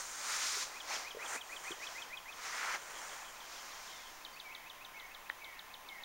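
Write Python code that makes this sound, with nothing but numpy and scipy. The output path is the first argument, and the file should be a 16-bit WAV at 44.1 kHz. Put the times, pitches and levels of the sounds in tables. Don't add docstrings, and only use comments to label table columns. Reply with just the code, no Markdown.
import sys
import numpy as np
from scipy import signal
from scipy.fft import rfft, irfft
from scipy.io import wavfile

SR = 44100
rng = np.random.default_rng(int(sys.argv[2]) if len(sys.argv) > 2 else 0)


def transcribe(signal):
    frames = np.atleast_2d(signal).T
    limited = np.clip(frames, -1, 1)
    pcm = np.round(limited * 32767).astype(np.int16)
    wavfile.write(sys.argv[1], SR, pcm)


N = 266496
TIME = np.arange(N) / SR

# offset from the note's time in seconds, pitch in Hz, relative level in dB.
SLUR_SHAPE = [(-.042, 1877, -8.5), (-.031, 2017, -8.5), (-.021, 2106, -7.5), (-.012, 2378, -5),
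              (0, 2520, -1.5), (.005, 2590, -7), (.011, 2640, -37)]
SOFT_FLICK_SHAPE = [(-.009, 4150, -19), (-.005, 3700, -8), (-.002, 3280, 4), (.001, 3190, 2.5),
                    (.005, 3090, -1), (0.009, 2980, -5), (0.018, 2850, -22)]
SHARP_FLICK_SHAPE = [(-.005, 5290, -24), (-.003, 4730, -16.5), (-.001, 4100, -3), (.001, 3640, 0),
                     (.005, 3216, -17), (0.014, 3080, -10), (0.021, 3020, -35)]
WHISTLE_SHAPE = [(-.045, 2332, -26), (-.025, 2260, -8), (0, 2200, -9), (.02, 2100, -11), (.055, 1960, -16),
                 (.12, 1840, -21), (.2, 1680, -22)]
# first flick, last flick and lag of the middle syllable, all in seconds.
TRILL_RUNS = [(.807, 2.328, 0), (2.786, 4.037, -0.0048), (4.251, 6.037, .005)]
# time in seconds, flick level and slur level in dB.
TRILL_LEVELS = [(.8, -43, -43), (.96, -45.5, -42), (1.26, -45.5, -40), (1.55, -44, -42),
                (1.75, -40.5, -38.5), (2.17, -43.5, -39.5), (2.5, -52, -46.5), (2.9, -57, -55),
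                (3.3, -49.5, -55), (3.56, -48.5, -54), (4.04, -54, -57), (4.25, -37.5, -54.5),
                (4.45, -38.5, -47), (4.7, -41.5, -48.5), (5.05, -44.5, -51), (5.6, -39.5, -53.5),
                (6.04, -41.5, -55)]
# time in seconds, sharpness from 0 (soft) to 1 (sharp).
FLICK_SHARPNESS = [(1.2, 0.05), (2.0, 0.09), (3.0, 0.42), (4.04, 0.58), (4.25, 1), (4.55, .95), (4.7, 0.73),
                   (5.15, .82), (5.4, 1)]
# time in seconds, gain of its near echoes in dB.
SCREENING = [(2.4, -11), (2.9, 24), (3.5, 13), (4.05, 22), (4.25, 1), (6.0, -4)]
# time in seconds, level in dB, pitch ratio.
WHISTLE_NOTES = [(3.95, -48.5, 0.95), (4.482, -42.5, 1.026), (4.975, -41, 0.99), (5.448, -40, 1.0),
                 (5.922, -40, 0.98)]
# centre in seconds, peak in dB, pitch in Hz, fall in Hz per second, length in seconds.
FAR_PEEPS = [(3.96, -58.5, 3570, 4500, 0.2), (4.341, -55, 4550, 22000, 0.038),
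             (4.673, -64, 3800, 13900, 0.028), (4.68, -66, 6140, 5000, 0.025),
             (4.862, -63, 6100, 5000, .03), (4.972, -66, 5970, 5000, 0.035),
             (5.066, -62, 6300, 5000, 0.028), (5.39, -61, 6070, 5000, .03)]

# start and end of full contact, attack and release in seconds;
# swell over the stroke and scuff level in dB; brush, rasp and hiss in dB relative to the scuff.
RUB_STROKES = [(0, 0.024, .02, .1, -6, -51, -10, -1, 4.5), (.02, 0.263, .05, .1, 3.5, -52.5, -9, 1, 3.5),
               (0.296, 0.353, 0.15, 0.23, 1, -42, -14, 0.5, -1),
               (0.425, 0.63, 0.11, 0.063, -1, -45.5, -13, 5, 1.5),
               (0.653, 0.842, 0.06, .1, -3, -55, -3.5, 0, -3),
               (0.911, 0.945, 0.099, 0.23, 1.5, -44, -5, 0.5, -6.5),
               (1.21, 1.256, 0.093, 0.045, 4, -49.5, -1.5, -8, -7),
               (1.285, 1.36, 0.066, 0.048, 2.5, -46, -6, -6, 0.5),
               (1.53, 1.62, 0.29, .06, -1, -56, -3, -3, 0),
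               (1.641, 1.718, .02, 0.089, -1.5, -50, -8, -5.5, -2.5),
               (1.84, 1.996, 0.18, 0.33, -2.5, -52.5, -4, -1, -5.5),
               (2.457, 2.585, 0.2, 0.074, 0.5, -46, -11, -2.5, -7.5),
               (2.621, 2.761, 0.16, 0.027, 0, -40, -12.5, -8, -13),
               (3.013, 3.157, 0.89, 0.51, -1.5, -51, -5, -4.5, -2.5),
               (3.54, 3.9, 0.43, 0.8, -1, -56, -6, 1.5, -3.5)]
# frequency in Hz, relative spectral density in dB.
BRUSH_SPECTRUM = [(90, -26), (160, -21), (330, -3.5), (550, 3), (850, 7.5), (1100, 1.5), (1600, -17),
                  (4000, -40), (16000, -56)]
SCUFF_SPECTRUM = [(300, -38), (700, -12), (1000, 1.5), (1300, 4.5), (1800, 2.5), (2200, 1.5), (2700, -6),
                  (3300, -9.5), (4500, -34), (16000, -32)]
RASP_SPECTRUM = [(1500, -28.5), (2300, -5), (2750, -7.5), (3300, -5), (3900, -2.5), (4600, -1.5),
                 (5600, 0.5), (6500, -2), (9000, -21.5), (12000, -20), (16000, -32)]
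HISS_SPECTRUM = [(3000, -20), (4800, -45), (5800, 0), (6800, 4), (7600, 3), (8600, -1.5), (10000, -9),
                 (12000, -21.5), (16000, -15)]
# start in seconds, level in dB, pitch in Hz.
HAND_BUMPS = [(0.569, -47, 407), (1.147, -41.5, 430), (1.169, -37.5, 454), (1.346, -47.5, 328),
              (1.361, -51, 260), (1.706, -39, 340), (1.709, -55, 150), (1.721, -45, 393)]
# start in seconds, strength of the impulse in dB.
CASING_TICKS = [(.341, -31.5), (.92, -37), (1.36, -33.5), (1.652, -48), (2.766, -51), (5.2996, -24)]
# frequency in Hz, gain in dB, time to decay by 60 dB in seconds.
CASING_MODES = [(570, -16, 0.019), (1290, -38, .007), (1880, 3, 0.0091), (2260, -30, .008)]

# frequency in Hz, rms level in dB.
WHINE_TONES = [(1041, -66.5), (1416, -77), (11864.5, -71.5), (15465, -78), (15524, -85), (15584, -81),
               (15644, -75), (15704, -87)]
# frequency in Hz, relative spectral density in dB.
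WOODS_SPECTRUM = [(100, -16.5), (160, -14.5), (300, -9), (450, -8.5), (600, -4), (950, 1.5), (1450, -4),
                  (2100, -5), (2700, -7.5), (3300, -9.5), (4500, -13.5), (6500, -13), (8500, -18),
                  (16000, -21)]
SELF_NOISE_SPECTRUM = [(20, 7.5), (60, -5), (130, -12), (300, -14.5), (700, -28.5), (2000, -43),
                       (15000, -20)]
BUFFET_SPECTRUM = [(30, 3), (90, -19), (400, -50), (2000, -90)]


def trill(slur_lead_s=.033, lead_shrink_s=.008, slur_rise=.0384, onset_loss_db=2):
    song = np.zeros(N)
    for s in syllable_times():
        flick_db, slur_db = at_time(TRILL_LEVELS, s) + .34 * rng.standard_normal(2)
        sharp = np.clip(at_time(FLICK_SHARPNESS, s)[0] + .07 * rng.standard_normal(), 0, 1)
        slur = np.array(SLUR_SHAPE, float)
        onset_weight = np.maximum(slur[:, 0] / slur[0, 0], 0)
        slur[:, 2] -= onset_loss_db * sharp * onset_weight
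        add_note(song, s - slur_lead_s + lead_shrink_s * sharp, slur_db, slur, 1 + slur_rise * sharp)
        flick = (1 - sharp) * np.array(SOFT_FLICK_SHAPE) + sharp * np.array(SHARP_FLICK_SHAPE)
        add_note(song, s, flick_db, flick)
    scattered = butterworth(song, 4, 3600, "low")
    screened = scattered * from_db(at_time(SCREENING, TIME)[0])
    trunk_band = butterworth(screened, 3, [2850, 3300], "band")
    wood = tree_echoes(scattered, wet_db=-8.5, t60=.31, build_s=.0074)
    near_trunks = tree_echoes(trunk_band, wet_db=-8, t60=.16, build_s=.011, delay_s=.008)
    return song + wood + near_trunks


def syllable_times(period_s=.152):
    times = []
    for first, last, lag in TRILL_RUNS:
        along = np.linspace(0, 1, round((last - first) / period_s) + 1)
        bend = 1 - (2 * along - 1) ** 2
        times.extend(first + (last - first) * along + lag * bend)
    return times


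def add_note(out, s, note_db, shape, pitch_ratio=1):
    offsets, hz, level_db = np.transpose(shape)
    hz = hz * pitch_ratio * (1 + .0075 * rng.standard_normal(len(offsets)))
    level_db = level_db + 1.2 * rng.standard_normal(len(offsets))
    t = np.arange(offsets[0], offsets[-1], 1 / SR)
    phase = 2 * np.pi * np.cumsum(np.interp(t, offsets, hz)) / SR
    envelope = from_db(note_db + np.interp(t, offsets, level_db))
    add(out, s + offsets[0], envelope * np.sin(phase))


def whistler():
    song = np.zeros(N)
    for s, level_db, pitch_ratio in WHISTLE_NOTES:
        add_note(song, s, level_db, WHISTLE_SHAPE, pitch_ratio)
    early = tree_echoes(song, wet_db=-8, t60=.18, build_s=.0075)
    late = tree_echoes(song, wet_db=-1.5, t60=.69, build_s=.065)
    return song + early + late


def far_birds():
    peeps = np.zeros(N)
    for s, peak_db, hz, fall, length in FAR_PEEPS:
        t = np.arange(-length / 2, length / 2, 1 / SR)
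        chirp = np.sin(2 * np.pi * (hz - fall * t / 2) * t)
        add(peeps, s - length / 2, from_db(peak_db) * np.hanning(len(t)) * chirp)
    return peeps + tree_echoes(peeps, wet_db=-1, t60=.6, build_s=.013)


def tree_echoes(x, wet_db, t60, build_s, delay_s=0):
    t = np.maximum(TIME[:SR] - delay_s, 0)
    response = rng.standard_normal(SR) * from_db(-60 * t / t60) * (1 - np.exp(-t / build_s))
    return from_db(wet_db) * signal.fftconvolve(x, response / np.linalg.norm(response))[:N]


def rustle():
    power = np.zeros((4, N))
    for on, off, attack, release, swell_db, scuff_db, brush_db, rasp_db, hiss_db in RUB_STROKES:
        envelope = from_db(scuff_db + stroke_db(on, off, attack, release, swell_db))
        power += np.outer(from_db([brush_db, 0, rasp_db, hiss_db]) ** 2, envelope ** 2)
    brush, scuff, rasp, hiss = np.sqrt(power)
    return (brush * friction(BRUSH_SPECTRUM, grain_db=0, judder_db=1.65)
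            + scuff * friction(SCUFF_SPECTRUM, grain_db=1, judder_db=.5)
            + rasp * friction(RASP_SPECTRUM, grain_db=1, judder_db=.53)
            + hiss * friction(HISS_SPECTRUM, grain_db=2, judder_db=0))


def stroke_db(on, off, attack, release, swell_db, fade_db=20):
    swell = np.interp(TIME, [on, off], [-swell_db / 2, swell_db / 2])
    outside = np.maximum(on - TIME, 0) / attack + np.maximum(TIME - off, 0) / release
    return np.maximum(swell - fade_db * outside, -100)


def friction(spectrum, grain_db, judder_db):
    slips = rng.standard_normal(N) * from_db(grain_db * drift(1500))
    pressure = rms_one(from_db(judder_db * drift(70)))
    return coloured(slips, spectrum) * pressure


def bumps(t60=.061, rise_s=.00069, upper_ratio=1.32, upper_db=-6):
    out, t = np.zeros(N), TIME[:SR // 5]
    for s, level_db, hz in HAND_BUMPS:
        phase = 2 * np.pi * hz * t
        modes = np.sin(phase) - from_db(upper_db) * np.sin(upper_ratio * phase)
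        envelope = from_db(level_db - 60 * t / t60) * (1 - np.exp(-t / rise_s))
        add(out, s, envelope * modes)
    return out


def ticks(lowest_hz=650, contact_hz=2700):
    clicks = np.zeros(N)
    for s, strength_db in CASING_TICKS:
        add(clicks, s, from_db([strength_db]))
    modes = sum(from_db(db) * ring(clicks, hz, t60) for hz, db, t60 in CASING_MODES)
    casing = butterworth(modes, 2, [lowest_hz, contact_hz], "band")
    return casing + tree_echoes(casing, wet_db=-18, t60=.13, build_s=.005)


def ring(clicks, hz, t60):
    decay, step = from_db(-60 / (t60 * SR)), 2 * np.pi * hz / SR
    return signal.lfilter([0, np.sin(step)], [1, -2 * decay * np.cos(step), decay ** 2], clicks + 1e-18)


def whine(flutter_rad=.12):
    out = np.zeros(N)
    for hz, rms_db in WHINE_TONES:
        phase = 2 * np.pi * hz * TIME + flutter_rad * drift(10) + rng.uniform(0, 2 * np.pi)
        out += np.sqrt(2) * from_db(rms_db) * np.sin(phase)
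    return out


def background(woods_db=-55, microphone_db=-66, buffet_db=-78):
    woods = coloured(rng.standard_normal(N), WOODS_SPECTRUM)
    self_noise = np.array([coloured(rng.standard_normal(N), SELF_NOISE_SPECTRUM) for _ in range(2)])
    gusts = rms_one(from_db(4 * drift(18)))
    buffets = gusts * np.array([coloured(rng.standard_normal(N), BUFFET_SPECTRUM) for _ in range(2)])
    return from_db(woods_db) * woods + from_db(microphone_db) * self_noise + from_db(buffet_db) * buffets


def coloured(x, spectrum):
    hz = np.linspace(0, SR / 2, N // 2 + 1)
    known_hz, known_db = np.transpose(spectrum)
    gain = from_db(np.interp(np.log(hz + 1), np.log(known_hz), known_db))
    return rms_one(irfft(rfft(x) * gain, N))


def butterworth(x, order, hz, kind):
    return signal.sosfilt(signal.butter(order, hz, kind, fs=SR, output="sos"), x)


def drift(rate_hz):
    knots = rng.standard_normal(int(N / SR * rate_hz) + 2)
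    return rms_one(np.interp(TIME * rate_hz, np.arange(len(knots)), knots))


def at_time(curve, s):
    known_s, *columns = np.transpose(curve)
    return [np.interp(s, known_s, column) for column in columns]


def add(out, start_s, sound):
    i = max(0, round(start_s * SR))
    out[i:i + len(sound)] += sound[:max(0, N - i)]


def from_db(db):
    return 10 ** (np.asarray(db) / 20)


def rms_one(x):
    return x / np.sqrt(np.mean(x ** 2) + 1e-20)


def scene():
    return trill() + whistler() + far_birds() + rustle() + bumps() + ticks() + whine() + background()


def record(dry, notch_hz=7880, cutoff_hz=15900):
    notched = signal.lfilter(*signal.iirnotch(notch_hz, Q=20, fs=SR), dry)
    return signal.sosfilt(signal.ellip(12, .1, 70, cutoff_hz, fs=SR, output="sos"), notched)


dry = scene()
out = record(dry)
transcribe(out)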